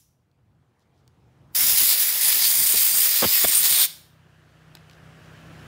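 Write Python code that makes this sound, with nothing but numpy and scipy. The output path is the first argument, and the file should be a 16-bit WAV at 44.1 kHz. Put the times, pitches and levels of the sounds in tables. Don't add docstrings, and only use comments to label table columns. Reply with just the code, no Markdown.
import sys
import numpy as np
from scipy import signal
from scipy.fft import rfft, irfft, next_fast_len
from scipy.io import wavfile
from scipy.ndimage import uniform_filter1d, map_coordinates

SR = 44100
rng = np.random.default_rng(int(sys.argv[2]) if len(sys.argv) > 2 else 0)


def pcm_store(signal):
    levels = np.round(np.clip(np.atleast_2d(signal), -1, 1) * 32767)
    wavfile.write(sys.argv[1], SR, levels.astype(np.int16).T)


def how_loud(loudness_db):
    steps = np.asarray(loudness_db, float) / 20
    return 10 ** steps


N = 250031

# (opens [s], shuts [s], rise [s], fall [s])
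TRIGGER = (1.546, 3.849, .007, .0125)
# (time [s], level [dB], steady part [s], slowing [s], eddy pitch
# [Hz])
GUSTS = [
    (3.221, -22.5, 0.028, .013, 510),
    (3.441, -24.5, 0.012, 0.0032, 620),
    (2.737, -38, .011, 0.014, 450),
    (2.7, -46.5, .01, 0.012, 660),
    (3.485, -45, 0.008, .01, 380),
]
LEAD = 22050


def unit(x):
    return x / np.sqrt(np.mean(x ** 2) + 1e-20)


def along(points, hz):
    f, v = np.transpose(points)
    return np.interp(np.log(hz + 0.0011), np.log(f), v)


def curves(rows):
    s, *cols = np.transpose(rows)
    return [np.interp(np.arange(N) / SR, s, c) for c in cols]


def wobble(rate):
    return map_coordinates(rng.standard_normal(int(N * rate / SR) + 4), [np.arange(N) * rate / SR])


def bump(s, length):
    return np.exp(-(2 * (np.arange(N) / SR - s) / length) ** 2)


def filtered(x, response):
    m = next_fast_len(len(x) + SR // 2)
    return irfft(rfft(x, m) * response(np.fft.rfftfreq(m, 1 / SR)), m)[:len(x)]


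def shape(points):
    return lambda hz: how_loud(along(points, hz))


def hollow(modes):
    def response(f):
        total = 0
        for k, (centre, width, db) in enumerate(modes):
            resonance = 1j * f * width / (centre * centre - f * f + 1j * f * width)
            total = total + (-1) ** k * how_loud(db) * resonance
        return total
    return response


def rush(response, patchy_db):
    z = signal.stft(rng.standard_normal(N), nperseg=512)[2]
    field = uniform_filter1d(rng.standard_normal(z.shape), size=6, axis=0)
    field = uniform_filter1d(field, size=8, axis=1)
    patchy = signal.istft(z * how_loud(patchy_db * unit(field)), nperseg=512)[1][:N]
    return unit(filtered(patchy, response))


def valve():
    t = np.arange(N) / SR
    opens, shuts, rise, fall = TRIGGER
    leak = how_loud(-30.5) * np.exp(np.clip(t - opens, None, 0) / 0.0075)
    opening = np.clip((t - opens) / rise, 0, 1) ** 1.4
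    closing = np.exp(-np.clip(t - shuts, 0, None) ** 2 / fall ** 2)
    return (leak + opening) * closing


def workshop():
    # (frequency [Hz], level [dB])
    rumble_colour = [(13, -66), (22, -36.5), (40, -15.5), (81, -2.5), (108, -3.5), (134, 0), (236, -19.5),
                     (320, -16.5), (420, -45.5), (700, -120)]
    # (frequency [Hz], level [dB])
    murmur_colours = [
        [(94, -33), (160, -6), (345, -9.5), (380, -5.5), (427, -13.5), (461, -6), (548, -12.5), (760, -10.5), (2660, -24.5), (15900, -43)],
        [(94, -29.5), (160, -5), (194, -11), (291, -14), (326, -12), (435, -15), (639, -13.5), (887, -19), (1670, -14.5), (2110, -22), (2980, -20.5), (3540, -27), (15000, -43), (15900, -44.5)],
    ]
    # (from time [s], rumble level [dB], murmur level [dB], climb [dB/s])
    recovery = [
        (0, -69, -79.5, 9.5),
        (4.15, -67, -64.5, 9.5),
    ]
    duck_db, rumble_follows, roll_db = -8, 0.67, 2.5
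    t = np.arange(N) / SR
    after = t > 3
    start, rumble_db, murmur_db, climb = np.array(recovery)[after.astype(int)].T
    climb_until = np.minimum(t, np.where(after, t, TRIGGER[0]))
    risen_db = climb * (climb_until - start).clip(0) + duck_db * valve().clip(0, 1)
    murmur_before = rush(shape(murmur_colours[0]), patchy_db=1.5)
    murmur_after = rush(shape(murmur_colours[1]), patchy_db=1)
    murmur = np.where(after, murmur_after, murmur_before)
    rumble_db = rumble_db + rumble_follows * risen_db + roll_db * wobble(5)
    rumble = how_loud(rumble_db) * rush(shape(rumble_colour), patchy_db=1)
    return rumble + how_loud(murmur_db + risen_db + 2.0) * murmur


def engine():
    # (time [s], firing rate [Hz], level [dB])
    running = [(3.9, 31.3, -56.5), (4.888, 31.29, -51.5), (5.012, 31.92, -51.5), (5.1, 32.15, -48),
               (5.2, 31.95, -51), (5.322, 31.68, -48), (5.446, 32.37, -47), (5.51, 32, -44),
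               (5.67, 30.45, -41.5)]
    # (multiple of firing rate, level [dB])
    orders = [(1, -30), (2, -4.5), (3, 0.5), (4, 2), (5, 4), (6, -16), (7, -10.5), (8, -12.5), (9, -15),
              (10, -12.5), (11, -17)]
    hz, db = curves(running)
    turn = 2 * np.pi * np.cumsum(hz) / SR
    tone = np.zeros(N)
    for k, level in orders:
        strength = how_loud(level + 1.5 * wobble(6))
        tone += strength * np.sin(k * turn + .25 * wobble(16) + 0.33 * k ** 2)
    fade_in = np.clip((np.arange(N) / SR - 3.87) / 0.091, 0, 1)
    return how_loud(db - 3.0) * unit(tone) * fade_in


def earlier_burst():
    # (frequency [Hz], level [dB])
    colour = [(500, -30), (2000, -19), (3500, -8), (5000, -8), (5750, 2), (6500, -1), (10000, 3),
              (13000, 2), (15700, 1.5)]
    still_open = np.arange(LEAD) < LEAD - .19 * SR
    return how_loud(-16.5) * rush(shape(colour), patchy_db=0.5)[:LEAD] * still_open


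def room(x):
    # (frequency [Hz], time to fall 60 dB [s])
    decay = [(500, 0.91), (2000, .5), (5500, 0.46), (10000, 0.43), (15000, 0.42)]
    # (frequency [Hz], level [dB])
    colour = [(500, -5), (2000, 1), (4000, 1), (5600, 3), (7000, 0), (9000, -3.5), (11500, -2), (15000, -4)]
    hz, t, z = signal.stft(rng.standard_normal(SR), SR, nperseg=256)
    tail_db = along(colour, hz)[:, None] - 60 * t / along(decay, hz)[:, None]
    tail = signal.istft(z * how_loud(tail_db), SR, nperseg=256)[1]
    return signal.fftconvolve(x, tail / np.linalg.norm(tail))[:len(x)]


def ticks():
    # (time [s], peak level [dB], ring pitch [Hz], snap level [dB], knock level [dB])
    taps = [
        (0.3144, -67, 4120, -16, -13),
        (0.7944, -63, 5470, -10, -9),
        (1.0778, -51.5, 4160, -7.5, -21),
        (4.7517, -33.5, 4000, -9.5, -5.5),
        (4.7703, -39.5, 2970, -23.5, -11),
        (4.897, -40, 3350, -22.5, -15),
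        (4.9114, -43.5, 2530, -16, -8),
        (4.933, -46.5, 2880, -25, -7),
    ]
    # (multiple of ring pitch, level [dB])
    crack = [(.3, -26), (.55, -5), (1, 0), (1.4, -4), (2.2, -9), (3.5, -30)]
    out, t = np.zeros(N), np.arange(SR // 20) / SR
    for s, db, hz, snap_db, body_db in taps:
        rough = unit(filtered(rng.standard_normal(len(t)), lambda f: how_loud(along(crack, f / hz))))
        ring = how_loud(-60 * t / 0.012) * (0.78 * rough + .25 * np.sin(2 * np.pi * hz * t))
        snap = how_loud(snap_db + 6 - 60 * t / .011) * rng.standard_normal(len(t))
        body = np.sin(2 * np.pi * 1600 * t)
        body += 1.5 * np.sin(2 * np.pi * 330 * t)
        body += 0.64 * np.sin(2 * np.pi * 900 * t)
        knock = how_loud(body_db - 3 - 60 * t / 0.024) * body
        out[round(s * SR):][:len(t)] += how_loud(db - 1.0) * (ring + snap + knock)
    return out


def rubs():
    # (time [s], length [s], level [dB])
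    strokes = [
        (.78, 0.067, -77),
        (0.935, .11, -76.5),
        (4.903, .06, -64),
        (5.221, .06, -65),
    ]
    # (frequency [Hz], level [dB])
    colour = [(1500, -40), (3000, 2), (5500, -1), (9000, -12), (15500, -18)]
    grain = unit(how_loud(3 * wobble(220)) * rush(shape(colour), patchy_db=1))
    swell = np.zeros(N)
    for s, length, db in strokes:
        progress = np.clip((np.arange(N) / SR - s) / length, 0, 1)
        swell += how_loud(db) * np.sin(np.pi * progress)
    return swell * grain


def puffs():
    # (time [s], level [dB], length [s])
    weak_puffs = [(1.633, -44.5, 0.093), (1.74, -46, .07), (1.824, -48, .04), (2.28, -53, .06),
                  (2.38, -57, 0.057), (2.507, -51, 0.046), (2.61, -48, 0.079), (2.765, -45, .025),
                  (2.98, -50, 0.08), (3.255, -37, .04), (3.46, -38, .03), (3.608, -49.5, 0.036),
                  (3.72, -44.5, 0.05)]
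    colour = [(20, -24), (60, -4.5), (130, -6), (300, -7), (700, -29.0)]  # (frequency [Hz], level [dB])
    lumps = unit(how_loud(2.4 * wobble(45)) * rush(shape(colour), patchy_db=2.0))
    strength = how_loud(-62.5)
    for s, db, length in weak_puffs:
        strength = strength + how_loud(db) * bump(s, length)
    return valve() * strength * lumps


def gusts():
    # (multiple of eddy pitch, level [dB])
    eddy_colour = [(.08, -41), (.2, -17), (.5, -1.5), (1, 0.5), (1.5, -9), (2.2, -4), (3.2, -10),
                   (5, -27.5), (9, -67)]
    last_vortex_per_s = 45
    air, t = np.zeros(N), np.arange(SR // 8) / SR
    for s, db, steady, slowing, hz in GUSTS:
        eddies = unit(filtered(rng.standard_normal(SR // 4), lambda f: how_loud(along(eddy_colour, f / hz))))
        eddies /= np.std(eddies[2000:][:round(steady * SR)])
        late = np.clip(t - steady, 0, None)
        speed = 0.11 + .9 * np.exp(-late / (.55 * slowing))
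        travelled = np.cumsum(speed)
        strength = np.clip(t / 0.0027, 0, 1) * np.exp(-(late / (1.6 * slowing)) ** 1.8)
        regular = np.exp(-((t - .0075) / 0.0029) ** 2)
        regular += last_vortex_per_s * slowing * (1 - np.exp(-late / 0.0024))
        vortex = 1.6 * regular * np.sin(2 * np.pi * hz * travelled / SR)
        slowed_eddies = speed ** 0.45 * map_coordinates(eddies, [2000 + travelled])
        air[round(s * SR):][:len(t)] += how_loud(db) * strength * (slowed_eddies + vortex)
    return air


def cavities(modes, aim_hz, reach_hz, patchy_db):
    song = np.zeros(N)
    for hz, width, db in modes:
        struck = 0.36 + np.exp(-((hz - aim_hz) / reach_hz) ** 2)
        song += how_loud(db) * struck * rush(hollow([(hz, width, 0)]), patchy_db)
    return song / np.std(song[valve() > .5])


def jet():
    # (time [s], level [dB])
    wander = [(1.56, -21), (1.86, -19.5), (2.0, -22), (2.2, -25.5), (2.25, -21), (2.6, -20), (3.0, -21.5),
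              (3.75, -20.5), (3.85, -20)]
    # (time [s], length [s], change [dB])
    swerves = [(1.59, .03, -2), (1.74, .03, -1.5), (1.965, .03, -3), (2.31, .03, -1), (2.41, .03, -2),
               (2.535, .03, -2), (2.755, .02, -3), (3.205, .02, -2), (3.275, .04, -2), (3.465, .015, -3),
               (3.483, .012, 4), (3.505, .02, -2), (3.62, .03, -2)]
    # (time [s], length [s], fin gaps change [dB], holes change [dB])
    crossings = [(1.553, 0.023, 1.5, 4), (1.67, .18, 1.5, 0), (1.79, .08, 2.5, 3.5), (1.93, .06, 5, 2),
                 (2.02, 0.11, 0, 2.5), (2.25, .08, 3, 5), (2.325, .03, 6, 0), (2.44, .08, 8.5, 4),
                 (2.596, 0.24, -1.5, 5), (2.775, .04, 5, 4), (2.95, .3, -1.5, 3), (3.162, 0.22, 3, -3.5),
                 (3.33, .2, 1, -4), (3.49, .04, -1, 5), (3.527, .05, 3, 2), (3.58, .07, -1.5, 9),
                 (3.648, .06, 3, -2.5), (3.786, 0.18, 5, 6)]
    # (time [s], favoured fin gap [Hz], favoured hole [Hz])
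    aim = [(1.55, 5100, 9750), (1.74, 5350, 9900), (1.78, 4600, 9800), (2.24, 4800, 10150),
           (2.45, 4850, 9500), (2.9, 4800, 9000), (3.25, 4750, 9300), (3.5, 4800, 8950), (3.85, 4300, 9000)]
    # (frequency [Hz], level [dB])
    shear = [(3000, -38.5), (6000, -7), (8000, -5), (10300, -7), (11500, -2.5), (13000, 0.5), (14800, 3.5),
             (15400, 2.5), (15750, -1)]
    # (frequency [Hz], level [dB])
    face_colour = [(150, -39), (400, -15.5), (1000, -10.5), (1500, -9), (2000, -1.5), (2800, -3.5),
                   (3500, 0), (6000, -30.5)]
    # (pitch [Hz], width [Hz], level [dB])
    fin_gaps = [(3772, 460, 3.5), (4440, 590, -4), (4900, 350, -1.5), (5470, 220, 0), (7100, 400, -1)]
    # (pitch [Hz], width [Hz], level [dB])
    holes = [(8884, 320, -1.5), (9750, 220, -8), (10290, 470, 0.5)]
    resting_fins_db, resting_holes_db, resting_faces_db = -9, -8, -14
    faces_follow, spill = 0.42, .3
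    deeper_hz_per_db = -30
    spray_db = 30

    jet_db = curves(wander)[0]
    for s, length, db in swerves:
        jet_db = jet_db + db * bump(s, length)
    fins_db, holes_db = sum(np.outer(db, bump(s, length)) for s, length, *db in crossings)
    gap_hz, hole_hz = curves(aim)
    faces_db = -22 + faces_follow * (jet_db + 22) + resting_faces_db + spill * fins_db
    for s, db, steady, *_ in GUSTS:
        faces_db += max(db + spray_db, 0) * bump(s + steady * .7, steady * 1.3)

    free = how_loud(jet_db + 3.0) * rush(shape(shear), patchy_db=1.83)
    gap_hz = gap_hz + deeper_hz_per_db * fins_db
    gap_song = cavities(fin_gaps, gap_hz, reach_hz=454, patchy_db=1.6)
    hole_song = cavities(holes, hole_hz, reach_hz=598, patchy_db=1.7)
    hiss = free + how_loud(jet_db + resting_fins_db + fins_db) * gap_song
    hiss += how_loud(jet_db + resting_holes_db + holes_db) * hole_song
    hiss += how_loud(faces_db + 2.0) * rush(shape(face_colour), patchy_db=1.53)
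    flutter_db = .8 * wobble(35) + 0.99 * wobble(260)
    return valve() * hiss * how_loud(flutter_db)


def scene():
    near = jet() + ticks() + rubs()
    tail = how_loud(-15.5) * room(np.concatenate([earlier_burst(), near]))[LEAD:]
    mono = near + tail + puffs() + gusts() + engine() + workshop()
    return np.array([mono, mono])


def low_pass(x):
    return signal.sosfilt(signal.butter(12, 16950, fs=SR, output="sos"), x)


def record(dry):
    # (frequency [Hz], level [dB])
    bass_cut = [(15, -35), (35, -6.5), (60, 0)]
    top_hz, edge_hz = 15810, 100

    def response(hz):
        edge = np.sin(np.pi / 2 * np.clip((top_hz - hz) / edge_hz, 0, 1)) ** 2
        return how_loud(along(bass_cut, hz)) * edge

    self_noise = how_loud(-90.0) * rng.standard_normal(N)
    mono = filtered(dry[0] + self_noise, response)
    return low_pass(np.array([mono, mono]))


dry = scene()
out = record(dry)
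pcm_store(out)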